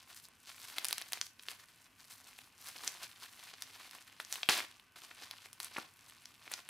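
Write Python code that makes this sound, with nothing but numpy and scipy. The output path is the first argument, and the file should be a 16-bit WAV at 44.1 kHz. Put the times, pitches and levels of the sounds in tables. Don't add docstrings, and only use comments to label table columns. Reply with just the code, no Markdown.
import sys
import numpy as np
from scipy import signal
from scipy.fft import rfft, irfft
from scipy.io import wavfile

SR = 44100
rng = np.random.default_rng(int(sys.argv[2]) if len(sys.argv) > 2 else 0)


def persist_wave(psi):
    counts = np.round(np.clip(psi, -1, 1) * 32767).astype(np.int16)
    wavfile.write(sys.argv[1], SR, np.atleast_2d(counts).T)


def makeup_ratio(level_db):
    decades = np.asarray(level_db, float) / 20
    return 10 ** decades


N = 295029

# time in seconds, level in dB, brightness in dB before a common lift.
GRIP_CURVE = [(0.0, -62, -5), (0.28, -77, -5), (0.40, -72.5, 4.5), (0.56, -63.5, 5), (0.78, -47, -5),
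              (0.91, -50.5, -1.5), (1.03, -56.5, -4.5), (1.25, -61.5, 7), (1.352, -92, 17.5),
              (1.43, -62, 1), (1.71, -67, 0), (2.01, -74, 2.5), (2.2, -69.5, -6), (2.534, -72, -6.5),
              (2.7, -53.5, -2.5), (2.95, -64, -2.5), (3.33, -63, 1.5), (3.5, -61.5, -2.5), (3.9, -60, 0),
              (4.16, -63, -5), (4.43, -50.5, -3), (4.76, -67.5, -2.5), (4.94, -83, 7), (4.98, -60, -2),
              (5.55, -68.5, 2), (5.74, -70, -3), (5.94, -69, 1), (6.1, -64.5, -2.5), (6.69, -68.5, -1)]
# peak time in seconds, peak level in dB, fade in seconds per first 10 dB, brightness in dB before the lift.
SQUEEZE_EVENTS = [(0.104, -49.5, 0.022, -3.5), (0.17, -62.5, 0.043, 10.5), (0.245, -64, 0.025, 10),
                  (0.499, -52, 0.042, -3.5), (0.619, -53.5, 0.033, 2), (1.504, -46, 0.03, -2.5),
                  (1.603, -55.5, 0.032, -3), (2.01, -58.5, 0.021, -0.5), (2.15, -60, 0.095, 3),
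                  (2.284, -53, 0.035, -3), (2.39, -63, 0.15, 3), (2.68, -55.5, 0.089, 5.5),
                  (2.77, -57, 0.078, -7), (2.862, -49, 0.079, -1.5), (3.032, -50.5, 0.054, -3.5),
                  (3.235, -50.5, 0.056, -3.5), (3.467, -57, 0.15, -2), (3.54, -54.5, 0.015, -24),
                  (3.633, -57.5, 0.021, 1), (3.78, -55, 0.17, -5.5), (3.856, -63, 0.033, -4),
                  (4.337, -47, 0.049, 1.5), (4.59, -39.5, 0.032, -9), (5.039, -49.5, 0.023, -6),
                  (5.115, -50.5, 0.013, -11), (5.233, -49.5, 0.047, -9), (5.315, -57.5, 0.075, -8),
                  (5.45, -51, 0.02, -4), (5.781, -47.5, 0.056, -8.5), (6.101, -73, 0.13, 1),
                  (6.476, -54, 0.012, -10), (6.537, -49.5, 0.087, -4.5)]
# start in seconds, level in dB, fade in seconds per first 10 dB, brightness in dB before the lift.
PEEL_EVENTS = [(1.132, -49.5, .08, -4), (4.202, -54, 0.04, -1), (4.434, -69, 0.03, -5),
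               (4.494, -26, 0.082, -8), (4.96, -47, 0.015, -7), (5.602, -49, 0.069, -1)]
# frequency in Hz, relative gain in dB.
FILM_COLOUR = [(150, -18), (250, -6), (480, -14.5), (1000, -4.5), (1600, -3), (4300, 0.5), (7000, -4.5),
               (10800, -3.5), (15500, -4.5), (17000, -68)]
# frequency in Hz, relative density in dB.
AIR_COLOUR = [(20, -22), (40, 7), (100, -7.5), (180, -5.5), (260, -10), (470, -15), (1000, -11), (3000, -8),
              (8000, -63), (16000, -47)]
# resonance in Hz, width in Hz, mean level in dB rms.
DRONE_BANDS = [(97, 30, -76.5), (255, 35, -83), (940, 30, -89), (1055, 10, -84), (1175, 14, -85),
               (1515, 16, -81), (2620, 90, -81)]
# frequency in Hz, side against mid in dB.
SIDE_WIDTH = [(100, -26), (1000, -17.5), (4000, -15), (9000, -13), (14000, -16)]
# band in Hz, 60 dB decay in seconds, relative level in dB.
ROOM_BANDS = [(304, 0.18, -13.5), (685, 0.35, -20), (2000, 0.32, -18), (5000, 0.27, -19),
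              (11100, 0.29, -21.5)]
# start in seconds, relative level in dB, pitch in Hz, tick against swing in dB.
SNAP_EVENTS = [(0.028, -46, 5000, 10.5), (0.286, -45.5, 3000, 13), (0.4766, -38, 6840, -21),
               (0.58, -39, 2490, 2), (0.6174, -35, 5100, 3), (0.7833, -14.5, 3870, -4),
               (0.785, -25.5, 3080, 10.5), (0.846, -18.5, 5200, 11), (0.8522, -23, 5260, 13.5),
               (0.868, -27, 5900, 6), (0.885, -13.5, 8800, -20), (0.9098, -23.5, 3950, 8.5),
               (0.9282, -14, 5000, 6), (0.9818, -22.5, 5660, 7.5), (1.0154, -27.5, 2650, 8.5),
               (1.021, -23.5, 4370, -22), (1.1222, -27, 3020, 12), (1.1323, -13.5, 5130, 1.5),
               (1.174, -29, 2140, -12), (1.2135, -11, 5340, -30), (1.267, -30, 5700, 0),
               (1.3954, -29.5, 3670, -38), (1.4854, -18.5, 3450, -30), (2.389, -32, 2920, 3.5),
               (2.686, -38, 6600, 17), (2.7615, -33.5, 3200, -12), (2.838, -35.5, 2000, -22),
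               (2.8732, -25, 5800, -30), (2.877, -11, 6300, -34), (3.032, -26, 5200, 4),
               (3.6222, -21.5, 5700, 4.5), (3.9112, -33, 5000, 5.5), (3.9854, -35.5, 2650, -27),
               (4.2, -26.5, 1870, 2.5), (4.2023, -24.5, 3660, -27), (4.249, -27.5, 6000, -26),
               (4.3262, -15, 6600, 1), (4.3403, -26, 6300, -3), (4.357, -25.5, 3400, 4),
               (4.4318, -13.5, 3250, -39), (4.489, -5.5, 2940, 0), (4.4914, -13.5, 1840, -28),
               (4.4953, -5.5, 5600, -35), (4.501, -28, 3700, -23), (4.5783, -22, 3200, 10.5),
               (4.589, -21, 2560, -18), (4.604, -24, 2280, -15), (4.7975, -38, 3550, -1.5),
               (5.113, -34, 2000, -21), (5.3111, -22.5, 4250, -0.5), (5.384, -35.5, 3540, -25),
               (5.459, -34.5, 2070, 3), (5.5305, -35.5, 5930, 11), (5.602, -21, 4730, 5.5),
               (5.6307, -30, 7000, 9), (5.6459, -28, 8900, 9), (5.7635, -28, 1490, -26),
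               (5.7672, -22.5, 2400, -32), (5.7813, -24, 1230, -8), (5.7847, -21.5, 1200, -2),
               (6.098, -41, 4300, 11), (6.2563, -27, 5200, -8), (6.4779, -33, 2100, -23),
               (6.5154, -28.5, 2060, 6), (6.5184, -36.5, 4300, 20), (6.538, -14.5, 5500, -21),
               (6.6892, -29, 3300, 8.5)]
# start in seconds, level in dB before decay, pitch in Hz.
JOLT_EVENTS = [(4.4885, -28, 212), (5.783, -42, 201)]


def rms_one(x):
    return x / np.sqrt(np.mean(x ** 2) + 1e-20)


def at_hz(points, hz):
    table_hz, table_db = np.array(points).T
    return np.interp(np.log(np.maximum(hz, 1)), np.log(table_hz), table_db)


def coloured(x, table):
    size = x.shape[-1]
    hz = np.arange(size // 2 + 1) * SR / size
    return irfft(rfft(x) * makeup_ratio(at_hz(table, hz)), size)


def butter2(x, hz, kind):
    return signal.sosfilt(signal.butter(2, hz, kind, fs=SR, output="sos"), x)


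def drift(knots_per_s):
    knots = rng.standard_normal(N // 400)
    return np.interp(np.arange(N) / SR * knots_per_s, np.arange(len(knots)), knots)


def resonance(x, hz, width_hz):
    r = np.exp(-np.pi * width_hz / SR)
    b = np.array([1, 0, -1]) * (1 - r * r) / 2
    a = [1, -2 * r * np.cos(2 * np.pi * hz / SR), r * r]
    return signal.lfilter(b, a, x)


def handling(fade_db=10, swell_share=1, squeeze_curve=1.62, peel_start_s=0.0021, peel_curve=1.57):
    t = np.arange(0, N + 32, 32) / SR
    s, grip_db, grip_bright_db = np.transpose(GRIP_CURVE)
    power = makeup_ratio(2 * np.interp(t, s, grip_db))
    weighted_bright = power * np.interp(t, s, grip_bright_db)
    moves = [(row, swell_share * row[2], squeeze_curve) for row in SQUEEZE_EVENTS]
    moves += [(row, peel_start_s, peel_curve) for row in PEEL_EVENTS]
    for (at_s, peak_db, fade_s, bright_db), swell_s, curve in moves:
        away = np.where(t < at_s, (at_s - t) / swell_s, (t - at_s) / fade_s)
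        fall_db = np.minimum(fade_db * away ** curve, 150)
        move = makeup_ratio(2 * (peak_db - fall_db))
        power = power + move
        weighted_bright = weighted_bright + move * bright_db
    return t, 10 * np.log10(power), weighted_bright / power


def rustle(median_per_s=2600.0, spread_db=5.3, hiss_db=-6.5, q=1.7, crisp_db=-9.0,
           even_from_db=-62, even_over_db=55):
    s, level_db, bright_db = handling()
    t = np.arange(N) / SR
    level_db = np.interp(t, s, level_db)
    born = rng.random(N) < median_per_s * makeup_ratio(4.5 * drift(80.0)) / SR
    evening = np.clip(1 - (level_db - even_from_db) / even_over_db, .4, 1)
    size_db = spread_db * evening * np.minimum(rng.exponential(1, N), 4.0)
    impulses = makeup_ratio(size_db) * rng.choice([-1, 1], N) * born
    pitches_hz = np.geomspace(500, 13000, 10)
    dealt = rng.integers(0, 11, N)
    clicks = makeup_ratio(crisp_db) * impulses * (dealt == 10)
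    for k, hz in enumerate(pitches_hz):
        ringing = resonance(impulses * (dealt == k) + 1e-18, hz, hz / q)
        clicks = clicks + ringing * np.sqrt(9000 / hz)
    film = rms_one(clicks) + makeup_ratio(hiss_db) * rng.standard_normal(N)
    film = rms_one(coloured(film, FILM_COLOUR))
    bright = butter2(film, 4500, "high")
    deep = butter2(film, 1400, "low")
    tilt_db = np.interp(t, s, bright_db) + 4
    film = film + bright * (makeup_ratio(tilt_db) - 1) + deep * (makeup_ratio(-.6 * tilt_db) - 1)
    return film * makeup_ratio(level_db + 1.8 * drift(45.0))


def room_tone(air_db=-71):
    tone = makeup_ratio(air_db) * rms_one(coloured(rng.standard_normal(N), AIR_COLOUR))
    for hz, width_hz, level_db in DRONE_BANDS:
        hum = rms_one(resonance(rng.standard_normal(N), hz, width_hz))
        tone = tone + hum * makeup_ratio(level_db + 1.5 * drift(3.0))
    return tone


def port_difference(near):
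    side = near
    for lag in (7, 19, 43):
        taps = np.r_[1, np.zeros(lag - 1), .6]
        side = signal.lfilter(taps[::-1], taps, side)
    return coloured(side, SIDE_WIDTH)


def workshop(x):
    t = np.arange(SR // 2) / SR
    tail = 0
    for hz, t60_s, level_db in ROOM_BANDS:
        noise = rng.standard_normal((2, len(t)))
        band = butter2(noise, [hz / 1.355, min(hz * 1.585, .45 * SR)], "band")
        tail = tail + band * makeup_ratio(level_db - 60 * t / t60_s)
    tail = tail * np.clip(t / .01, 0, 1) * .07
    shared, apart = tail[0], tail[1] * makeup_ratio(-2.5)
    sides = np.array([shared + apart, shared - apart])
    return signal.fftconvolve(x[None], sides, axes=1)[:, :N]


def table_echo(x, delay_s=.0028, level_db=-18):
    lag = int(delay_s * SR)
    return makeup_ratio(level_db) * np.concatenate([np.zeros(lag), x[:-lag]])


def snaps(tick_s=.00009, crackle_db=-10.5, crackle_s=0.0028, thin=0.16):
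    out, t = np.zeros(N + 900), np.arange(900) / SR
    chance = rng.random((len(SNAP_EVENTS), 901))
    for (s, level_db, hz, sharp_db), draw in zip(SNAP_EVENTS, chance):
        swing = np.sin(2 * np.pi * hz * t) * np.exp(-t * hz / .65) * (1 - np.exp(-t * hz / .2))
        tick = np.sin(2 * np.pi * 10000 * t) * np.exp(-t / tick_s)
        click = swing / swing.max() + makeup_ratio(sharp_db) * tick
        after = (2 * draw[1:] - 1) ** 9 * np.exp(-t / crackle_s) * makeup_ratio(crackle_db)
        sound = click + np.convolve(after, click[:60])[:900]
        sound = butter2(sound, thin * hz, "high")
        at = int(round(s * SR))
        out[at:at + 900] += np.sign(draw[0] - .5) * makeup_ratio(level_db - 2.5) * sound
    return out[:N]


def jolts(decay_cycles=0.57):
    t = np.arange(N) / SR
    out = np.zeros(N)
    for s, level_db, hz in JOLT_EVENTS:
        swing = np.sin(2 * np.pi * hz * np.maximum(t - s, 0))
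        out += makeup_ratio(level_db) * swing * np.exp(-np.abs(t - s) * hz / decay_cycles)
    return out


def scene():
    near = rustle() + snaps() + jolts()
    near = near + table_echo(near)
    side = port_difference(near) + makeup_ratio(-13.0) * room_tone()
    mid = near + room_tone()
    return mid + side * np.array([[1], [-1]]) + workshop(near)


def band_limit(x):
    return signal.sosfilt(signal.butter(12, 16680, fs=SR, output="sos"), x)


def record(dry):
    mix = butter2(dry, 90, "high")
    mix = butter2(mix, 14000, "low")
    return band_limit(mix)


dry = scene()
out = record(dry)
persist_wave(out)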